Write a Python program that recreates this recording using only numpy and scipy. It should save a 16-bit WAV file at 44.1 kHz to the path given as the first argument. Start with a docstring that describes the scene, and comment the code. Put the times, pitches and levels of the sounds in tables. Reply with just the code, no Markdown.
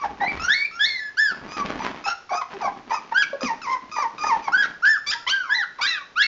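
"""In a furnished room, a litter of puppies cries in a fabric playpen, heard through a small camera.
Yelps bend their pitch in one arch, squeals flip to a high register, whimpers hold a pitch and then let it slide.
Each voice is a gliding tone with overtones shaped by throat and mouth; strain turns it into shrieks and rasps.
Paws, claw scrapes and knocks are random thread clicks, filtered and shaped; heavy steps are a low rumble.
Near surfaces and the room echo everything but a faint background noise."""
import sys
import numpy as np
from scipy import signal
from scipy.fft import rfft, irfft
from scipy.io import wavfile
from scipy.ndimage import uniform_filter1d

SR = 44100
rng = np.random.default_rng(int(sys.argv[2]) if len(sys.argv) > 2 else 0)


def master(y):
    """Save y as 16-bit WAV."""
    cut = np.clip(np.atleast_2d(y).T, -1, 1)
    pcm = np.round(cut * 32767)  # scale
    wavfile.write(sys.argv[1], SR, pcm.astype(np.int16))


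N = 276507
TIME = np.arange(N) / SR

# whimpers, hoarse and held before the pitch slides; levels are the peaks of the swell:
# (start [s], hold [s], slide [s], first pitch [Hz], held pitch [Hz], pitch aimed at last [Hz],
#  fundamental [dB], overtones [dB])
WHIMPER_ROWS = [ (0, 0.012, 0.029, 1200, 1151, 1090, -29, -45),
                (0.396, 0.07, 0.024, 1260, 1453, 1360, -24, -31),
                (0.711, 0.074, 0.021, 1310, 1404, 1470, -35.5, -45),
                (1.478, 0.072, 0.044, 1180, 1257, 1200, -38.5, -41.5),
                (1.571, 0.041, 0.022, 1213, 1152, 1106, -23, -38.5),
                (1.792, 0.034, 0.073, 1142, 1210, 957, -32.5, -39.5),
                (2.04, 0.078, 0.015, 1256, 1396, 1360, -26, -30),
                (2.293, 0.094, 0.03, 1110, 1271, 1198, -29.5, -35.5),
                (2.613, 0.032, 0.057, 1281, 1151, 997, -25, -37),
                (2.897, 0.049, 0.05, 1148, 1287, 1169, -31, -34.5),
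                (3.408, 0.045, 0.084, 1250, 1236, 895, -24.5, -29.5),
                (3.616, 0.012, 0.085, 1349, 1308, 942, -27.5, -36.5),
                (3.664, 0.049, 0.059, 997, 1063, 1014, -19.5, -30.5),
                (3.915, 0.093, 0.067, 1263, 1184, 903.5, -22.5, -33),
                (4.181, 0.1, 0.088, 1210, 1239, 880, -18, -31),
                (4.423, 0.014, 0.064, 1248, 1185, 1077, -40, -40.5),
                (5.125, 0.029, 0.03, 1000, 945, 960, -36.5, -45),
                (5.165, 0.072, 0.027, 1290, 1374, 1330, -39, -53),
                (5.436, 0.05, 0.047, 1261, 1037, 942, -34, -46),
                (5.499, 0.059, 0.063, 992, 927, 810, -39, -45), ]
# how the mouth passes the fundamental of a clear cry: (frequency [Hz], gain [dB])
MOUTH_GAIN = [(1100, -23), (1290, -9.5), (1420, -5.5), (1720, -0.5), (1900, -8)]


def undb(db):
    """Turn decibels into gain."""
    return 10 ** (np.asarray(db) / 20)


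def unit(x):
    """Scale to an average (rms) level of 1."""
    return x / np.sqrt(np.mean(x ** 2) + 1e-18)


def gain_at(hz, points):
    """Read the gain of a (frequency [Hz], level [dB]) curve at the given frequencies."""
    f, db = np.transpose(points)
    return undb(np.interp(np.log(hz + 1), np.log(f), db))


def colour(x, points):
    """Filter a signal by a (frequency [Hz], level [dB]) curve and scale it to rms 1."""
    gain = gain_at(np.fft.rfftfreq(len(x), 1 / SR), points)
    return unit(irfft(rfft(x) * gain, len(x)))


def resonate(x, hz, width_hz):
    """Let one resonance ring, with gain 1 at its centre."""
    return signal.lfilter(*signal.iirpeak(hz, hz / width_hz, fs=SR), x)


def wobble(n, hz):
    """Random motion of spread about 1, mostly slower than hz."""
    low_pass = signal.butter(2, hz, fs=SR, output="sos")
    noise = rng.standard_normal(n + SR // 10)  # the extra start lets the filter settle
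    return unit(signal.sosfilt(low_pass, noise))[-n:]


def gate(t, start, end, edge_s):
    """Open smoothly at start and close smoothly at end."""
    opening = np.clip(np.minimum(t - start, end - t) / edge_s + .5, 0, 1)
    return np.sin(np.pi / 2 * opening) ** 2


def moments(length_s, count=60):
    """Evenly spaced times through a cry, from its start."""
    return np.linspace(0, length_s, count)


def ramp(t, length_s):
    """Go from 0 to 1 in the given time and stay there."""
    return np.clip(t / length_s, 0, 1)


def background():
    """Faint steady noise of the quiet room, duller towards the treble."""
    # colour of the background: (frequency [Hz], relative level [dB])
    floor = [(40, -11.5), (1000, -10), (7000, -21.5)]
    return undb(-53) * colour(rng.standard_normal(N), floor)


def room(x, t60_s=0.37, wet_db=-9, build_s=0.0045, treble_db=-2):
    """A few close reflections, and a diffuse tail that holds each glide's pitches briefly."""
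    # reflections from the floor and pen walls: (delay [s], gain [factor])
    reflections = [(.0047, 0.1), (0.0104, -0.3)]
    t = TIME[:SR * 3 // 4]
    tail = colour(rng.standard_normal(len(t)), [(1500, 0.012), (6000, treble_db)])
    tail = tail * undb(-60 * t / t60_s)
    tail = tail * (1 - np.exp(-(t / build_s) ** 2))
    response = undb(wet_db) * tail / np.sqrt(np.sum(tail ** 2))
    response[0] += 1  # the direct sound
    for delay, gain in reflections:
        response[int(delay * SR)] += gain
    return signal.fftconvolve(x, response)[:N]


def weave(per_s=1700, grain_db=5.5):
    """Threads catch and let go in dense tiny clicks of uneven size."""
    clicks = rng.standard_normal(N) * (rng.random(N) < per_s / SR)
    return clicks * undb(grain_db * rng.standard_normal(N))


def bout(start, length_s, attack_s=0.017, release_s=0.095):
    """A bout of rubbing sets in, holds and dies away."""
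    dying = np.exp(-np.maximum(TIME - start - length_s, 0) / release_s)
    return ramp(TIME - start, attack_s) * dying


def paws(stroke_db=4.0, fidget_db=-62.5, scratch_db=-4.5):
    """Paws rub the fabric in uneven strokes; heavy steps rumble in the pen floor."""
    # bouts of rubbing, before the strokes vary them: (start [s], length [s], level [dB])
    rubbing = [(0, 0.39, -40.5), (1.306, 0.24, -38.5), (1.562, 0.29, -32.5), (2.495, 0.28, -43.5),
               (2.975, 1.2, -52), (4.131, 0.54, -44.5)]
    # colour of the rubbed fabric: (frequency [Hz], relative level [dB])
    fabric = [(105, -17), (165, -8.5), (280, -5.5), (480, -13), (1050, -8.5), (2700, -16), (6000, -30)]
    # heavy steps on the pen floor: (start [s], level [dB])
    steps = [(0.039, -50.5), (0.328, -44)]
    cloth = colour(weave(), fabric)
    # the panel's low flapping and the scratch of the weave surge separately
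    flap = signal.sosfilt(signal.butter(2, 500, fs=SR, output="sos"), cloth)
    scratch = signal.sosfilt(signal.butter(2, 500, "high", fs=SR, output="sos"), cloth)
    flap = flap * undb(stroke_db * wobble(N, 16))
    scratch = scratch * undb(scratch_db + stroke_db * wobble(N, 5.5))
    # the litter never lies quite still, so some rubbing is always there
    pressure = undb(fidget_db) + sum(undb(db) * bout(s, length) for s, length, db in rubbing)
    weight = sum(undb(db) * gate(TIME, s, s + 0.14, 0.035) for s, db in steps)
    rumble = unit(resonate(wobble(N, 180), 82, 60))
    return (flap - scratch) * pressure + weight * rumble


def scrapes_and_knocks(hz=2100, width_hz=1900):
    """Claw scrapes on the fabric and two short knocks against the pen: each starts at once and dies away."""
    # claw scrapes, then two knocks (the last two rows): (start [s], decay [s], starting level [dB])
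    contact_rows = [(1.568, .035, -38), (1.655, .04, -36.5), (1.789, .008, -33), (1.845, .045, -42.5),
                    (3.431, .003, -24.5), (3.445, .004, -23)]
    strength = sum(undb(db) * (TIME > s) * np.exp(-np.abs(TIME - s) / decay_s)
                   for s, decay_s, db in contact_rows)
    ringing = resonate(resonate(weave(), hz, width_hz), hz, 2 * width_hz)
    return strength * unit(ringing)


def cry(rows, jitter, shimmer, split, falter_db, tilt, notch_db=0, ring_hz=0, waver=0.0064, soft_db=14):
    """One cry: the vocal folds glide in pitch; uneven cycles roughen the tone and a half-pitch beat splits it."""
    # rows: (time [s], pitch [Hz], fundamental [dB], overtones [dB])
    # how throat and mouth pass the overtones: (frequency [Hz], gain [dB])
    throat = [(2400, 2), (3000, -2.5), (3750, 5.5), (4400, 2), (4900, 5), (5600, 8), (6200, -3),
              (7500, -50.5)]
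    s, *columns = np.transpose(rows)
    span = (TIME > s[0] - .01) & (TIME < s[-1] + .01)
    t = TIME[span]
    hz, tone_db, over_db = (uniform_filter1d(np.interp(t, s, c), SR // 150) for c in columns)
    hz = hz * (1 + waver * wobble(len(t), 55) + jitter * wobble(len(t), 410))
    phase = 2 * np.pi * np.cumsum(hz) / SR
    k = np.arange(2, 8)[:, None]  # overtone numbers
    # as the pitch sinks or the voice softens, the folds slacken and the upper overtones fade
    slack = np.clip((1200 - hz) / 130, 0, 2) + (over_db.max() - over_db) / soft_db
    # a half-closed mouth cuts a valley into the overtones
    valley = undb(notch_db * np.exp(-((k * hz - 3650) / 600) ** 2))
    weights = gain_at(k * hz, throat) * valley / k ** (tilt + slack) * (k * hz < SR / 4)
    weights = weights / np.sqrt(np.sum(weights ** 2, axis=0))
    # the mouth has one resonance, 470 Hz wide, centred by ring_hz (0: none is heard);
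    # overtones flare by up to 9.5 dB as they glide through it
    weights = weights * undb(9.5 * np.exp(-((k * hz - ring_hz) / 470) ** 2))
    # an unsteady throat lets every partial swell and sink on its own
    falter = undb(falter_db * np.array([wobble(len(t), 69) for _ in range(len(k) + 1)]))
    overtones = np.sum(falter[1:] * weights * np.sin(k * phase), axis=0)
    tone = undb(tone_db) * falter[0] * np.sin(phase) + undb(over_db) * overtones
    # strong and weak cycles alternate now and then
    swing = 1 + shimmer * wobble(len(t), 92) + split * wobble(len(t), 20) * np.sin(phase / 2)
    # breath noise pulses with the folds
    breath = colour(rng.standard_normal(len(t)) * (1 + np.sin(phase)), throat)
    voice = np.sqrt(2) * tone * swing + undb(over_db - 14) * breath
    out = np.zeros(N)
    out[span] = voice * gate(t, s[0], s[-1], 0.0026)
    return out


def grunt(start, length_s, first_hz, last_hz, tone_db, over_db, close_db=14):
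    """The pitch slides while the closing mouth muffles the overtones."""
    return [(start, first_hz, tone_db, over_db), (start + length_s, last_hz, tone_db, over_db - close_db)]


def grunts():
    """Short low grunts, rich in overtones at first."""
    # (start [s], length [s], first pitch [Hz], last pitch [Hz], fundamental [dB], first overtones [dB])
    grunt_rows = [(2.539, 0.039, 402.4, 383, -38, -40), (3.331, .027, 557, 562, -27, -38.5),
                  (3.418, .022, 552, 485, -29, -34), (3.434, 0.025, 270.4, 227, -27, -29.5)]
    return sum(cry(grunt(*row), jitter=0.012, shimmer=0.12, split=0, falter_db=1.5, tilt=0)
               for row in grunt_rows)


def rasp(start, length, hz, db, drop_s=.008, from_hz=1250, swell_db=18):
    """The folds slip into a chaotic, lurching vibration; the higher it is, the harsher."""
    over_db = db - 14 + 9 * np.log2(hz / 850)
    rows = [
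        (start - drop_s, from_hz, db - swell_db, over_db - swell_db / 2),
        (start, hz, db, over_db),
        (start + length, hz, db, over_db),
    ]
    return cry(rows, jitter=.058, shimmer=.28, split=.11, falter_db=2, tilt=1.7, waver=.05)


def rasps():
    """Moments when the voice breaks into a rasp."""
    # (start [s], length [s], pitch [Hz], fundamental [dB])
    rasp_rows = [(0.041, 0.023, 804, -21.5), (0.214, 0.037, 805, -22), (1.803, 0.026, 905, -31),
                 (2.06, 0.028, 833, -27), (2.069, 0.05, 1350, -29), (2.31, 0.046, 747, -24.5),
                 (2.329, 0.022, 1147, -29.5), (2.419, 0.0077, 991, -22.5), (2.614, 0.08, 806, -27),
                 (2.908, 0.047, 952, -24.5), (3.123, 0.0076, 892, -23.5), (3.177, 0.008, 1610, -30),
                 (3.965, 0.04, 928, -24), (4.24, 0.0096, 900, -22), (4.27, 0.0077, 876, -25),
                 (4.482, 0.0072, 867, -19), (4.625, 0.039, 1900, -35), (4.855, 0.026, 1573, -29),
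                 (5.118, 0.022, 1654, -25), (5.791, 0.013, 988, -29)]
    return sum(rasp(*row) for row in rasp_rows)


def catches(catch_s=0.005, catch_db=-10):
    """Each whimper starts with a short catch of the folds, set 10 dB below its fundamental level."""
    return sum(rasp(start, catch_s, first_hz, tone_db + catch_db, drop_s=0, swell_db=3.5)
               for start, _, _, first_hz, _, _, tone_db, _ in WHIMPER_ROWS)


def whimper(start, hold_s, slump_s, first_hz, held_hz, last_hz, tone_db, over_db, drop_s=.029,
            tone_swell_db=17, over_swell_db=9, release_s=0.042, tone_release_db=6, over_release_db=15):
    """The voice swells as the pitch settles, then the pitch slides towards another one and the voice fades."""
    length_s = hold_s + slump_s
    t = moments(length_s)
    slumped = 1 - np.exp(-(np.maximum(t - hold_s, 0) / drop_s) ** 2)
    hz = first_hz + (held_hz - first_hz) * ramp(t, hold_s) + (last_hz - held_hz) * slumped
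    peak_s = max(length_s - release_s, length_s / 2)
    early, late = 1 - ramp(t, peak_s), ramp(t - peak_s, release_s)
    tone = tone_db - tone_swell_db * early - tone_release_db * late
    over = over_db - over_swell_db * early - over_release_db * late
    return np.column_stack([start + t, hz, tone, over])


def whimpers():
    """Hoarse whimpers from a half-closed mouth, which cuts a deep valley into their overtones."""
    return sum(cry(whimper(*row), jitter=.012, shimmer=.16, split=.1, falter_db=2.5,
                   tilt=1.0, notch_db=-21, ring_hz=6350) for row in WHIMPER_ROWS)


def shriek(start, strain_s, release_s, first_hz, turn_hz, last_hz, tone_db, over_db, strain_bend=1.7,
           attack_s=0.0077, attack_db=11, fade_db_per_s=190):
    """The pitch moves ever faster to a turning point; overtones flare at once and fade after the turn."""
    t = moments(strain_s + release_s)
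    strained = ramp(t, strain_s) ** strain_bend
    released = ramp(t - strain_s, release_s)
    hz = first_hz + (turn_hz - first_hz) * strained + (last_hz - turn_hz) * released
    over = over_db - attack_db * (1 - ramp(t, attack_s)) - fade_db_per_s * np.maximum(t - strain_s, 0)
    return np.column_stack([start + t, hz, np.full_like(t, tone_db), over])


def shrieks_and_yelp_end():
    """Strained, rough shrieks, and the falling, overtone-rich end of one yelp."""
    # the yelp's end (first row), then shrieks:
    # (start [s], strain [s], release [s], first pitch [Hz], turning pitch [Hz], last pitch [Hz],
    #  fundamental [dB], overtones [dB], mouth resonance [Hz])
    strained_rows = [ (3.212, 0.021, 0.0098, 1698, 1183, 1130, -41.5, -33, 2500),
                     (5.064, 0.04, 0.016, 1146, 1219, 1450, -39, -28, 4880),
                     (5.266, 0.037, 0.023, 974, 1476, 1568, -31, -26.5, 3030),
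                     (5.81, 0.024, .032, 1111, 1250, 1121, -34, -25.5, 4650),
                     (5.874, 0.014, 0.14, 1350, 1382, 1104, -42, -33, 2630),
                     (6.213, 0.012, 0.089, 1446, 1352, 1386, -58, -32, 2800), ]
    return sum(cry(shriek(*row), jitter=.011, shimmer=.17, split=.13, falter_db=2.5,
                   tilt=1, ring_hz=ring) for *row, ring in strained_rows)


def squeal(start, climb_s, high_s, first_hz, flip_hz, high_hz, last_hz, low_db, high_db, over_db, flip_s=0.014,
           climb_bend=1.5, high_bend=2.5, strain_db_per_s=150, relax_db_per_s=130):
    """The pitch climbs until the voice flips to a thin high register; the overtones are strongest at the flip."""
    t = moments(climb_s + high_s)
    since = t - climb_s
    low = flip_hz + (first_hz - flip_hz) * (1 - ramp(t, climb_s)) ** climb_bend
    high = high_hz + (last_hz - high_hz) * ramp(since, high_s) ** high_bend
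    flipped = ramp(since, flip_s)
    low_tone_db = low_db + 20 * np.log10(gain_at(low, MOUTH_GAIN))
    tone = (1 - flipped) * low_tone_db + flipped * high_db
    over = over_db - strain_db_per_s * np.maximum(-since, 0) - relax_db_per_s * np.maximum(since - flip_s, 0)
    onset_db = 10 * (ramp(t, flip_s) - 1)  # the voice takes as long to start as to flip
    return np.column_stack([start + t, low + flipped * (high - low), tone + onset_db, over + onset_db])


def squeals():
    """Squeals that climb, then flip into a higher register."""
    # (start [s], climb [s], high part [s], first pitch [Hz], flip pitch [Hz], high pitch [Hz],
    #  last pitch [Hz], low register before mouth gain [dB], high register [dB],
    #  strongest overtones [dB], mouth resonance [Hz])
    squeal_rows = [ (0.203, .065, 0.048, 1813, 2055, 2370, 2270, -20, -27, -47.5, 3750),
                   (0.479, 0.053, 0.13, 1481, 1816, 2173, 2395, -14, -24.5, -28.5, 3650),
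                   (0.793, 0.055, 0.15, 1610, 1750, 2177, 1930, -19.5, -30.5, -26.5, 3510),
                   (5.492, 0.048, .1, 1464, 1758, 2035, 1375, -18, -24, -34, 4140),
                   (5.804, 0.055, .125, 1197, 1632, 2018, 1448, -22, -30, -32, 3880),
                   (6.156, .064, 0.061, 1142, 1706, 2186, 2160, -14.5, -26, -27.5, 3660), ]
    return sum(cry(squeal(*row), jitter=.006, shimmer=.06, split=.03, falter_db=1.5,
                   tilt=2.87, notch_db=-4, ring_hz=ring) for *row, ring in squeal_rows)


def yelp(start, rise_s, fall_s, first_hz, top_hz, last_hz, tone_db, over_db, rise_bend=2.1, fall_bend=1.9,
         tire_db_per_s=75, tire_after_s=0.035, effort_db_per_octave=28, over_tire_db_per_s=50,
         attack_s=0.017, attack_db=13):
    """Effort bends the pitch and brightens the voice; the tone blooms in the mouth resonance, then tires."""
    t = moments(rise_s + fall_s)
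    rising = (first_hz - top_hz) * (1 - ramp(t, rise_s)) ** rise_bend
    falling = (last_hz - top_hz) * ramp(t - rise_s, fall_s) ** fall_bend
    hz = top_hz + rising + falling
    effort_db = -attack_db * (1 - ramp(t, attack_s)) - tire_db_per_s * np.maximum(t - tire_after_s, 0)
    tone = tone_db + 20 * np.log10(gain_at(hz, MOUTH_GAIN)) + effort_db
    over = over_db + effort_db_per_octave * np.log2(hz / top_hz)
    over = over - over_tire_db_per_s * np.maximum(t - rise_s, 0)
    return np.column_stack([start + t, hz, tone, over])


def yelps():
    """Clear yelps, the steadiest of the voices."""
    # (start [s], rise [s], fall [s], first pitch [Hz], middle pitch [Hz], last pitch [Hz],
    #  fundamental before mouth gain and effort [dB], overtones at the middle pitch [dB], mouth resonance [Hz])
    yelp_rows = [ (0.99, 0.016, 0.09, 1754, 1740, 1678, -29.5, -53.5, 4900),
                 (1.17, .044, 0.12, 1375, 1763, 1274, -15, -32.5, 4660),
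                 (3.141, .068, 0.019, 1325, 1668, 1404, -12.5, -33, 3430),
                 (4.52, 0.043, 0.0013, 1245, 1552, 1570, -9.5, -37, 5050),
                 (4.572, 0.028, 0.056, 1576, 1671, 1297, -15, -36.5, 3420),
                 (4.823, .093, 0.066, 1300, 1780, 1149, -12, -39, 5360),
                 (5.309, 0.04, 0.13, 1498, 1598, 1170, -18.5, -44.5, 3200), ]
    return sum(cry(yelp(*row), jitter=.003, waver=.003, shimmer=.025, split=.02, falter_db=1,
                   tilt=1.43, notch_db=-6.5, ring_hz=ring) for *row, ring in yelp_rows)


def puppies():
    """All the voices of the litter together."""
    clear = yelps() + squeals()
    rough = whimpers() + catches() + shrieks_and_yelp_end() + grunts() + rasps()
    return clear + rough


def scene():
    """Voices, paws, scrapes and knocks in the room, over its faint background."""
    return (background() + room(paws() + scrapes_and_knocks() + puppies()))[None]


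def record(dry, mirror_db=-5, loud_limit=.35, recorder_hz=12000, top_hz=7500):
    """The camera holds down the loudest cries, mirrors the treble about 6 kHz and cuts the top steeply."""
    envelope = uniform_filter1d(np.abs(dry), SR // 200, axis=-1) * np.pi / 2
    held = dry * loud_limit / np.maximum(envelope, loud_limit)
    # a low sampling rate folds each treble frequency to the other side of its half
    band = signal.butter(4, [4700, 7300], "bandpass", fs=SR, output="sos")
    treble = signal.sosfilt(band, held)
    mirrored = undb(mirror_db) * 2 * treble * np.cos(2 * np.pi * recorder_hz * TIME)
    softener = signal.firwin(numtaps=41, cutoff=6600, fs=SR)
    soft = signal.fftconvolve(held + mirrored, softener[None], "same")
    soft = soft * np.minimum((N / SR - TIME) / .005, 1) ** 2  # fade out over the last 5 ms
    return signal.sosfilt(signal.ellip(8, .2, 70, top_hz, fs=SR, output="sos"), soft)


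dry = scene()
out = record(dry)
master(out)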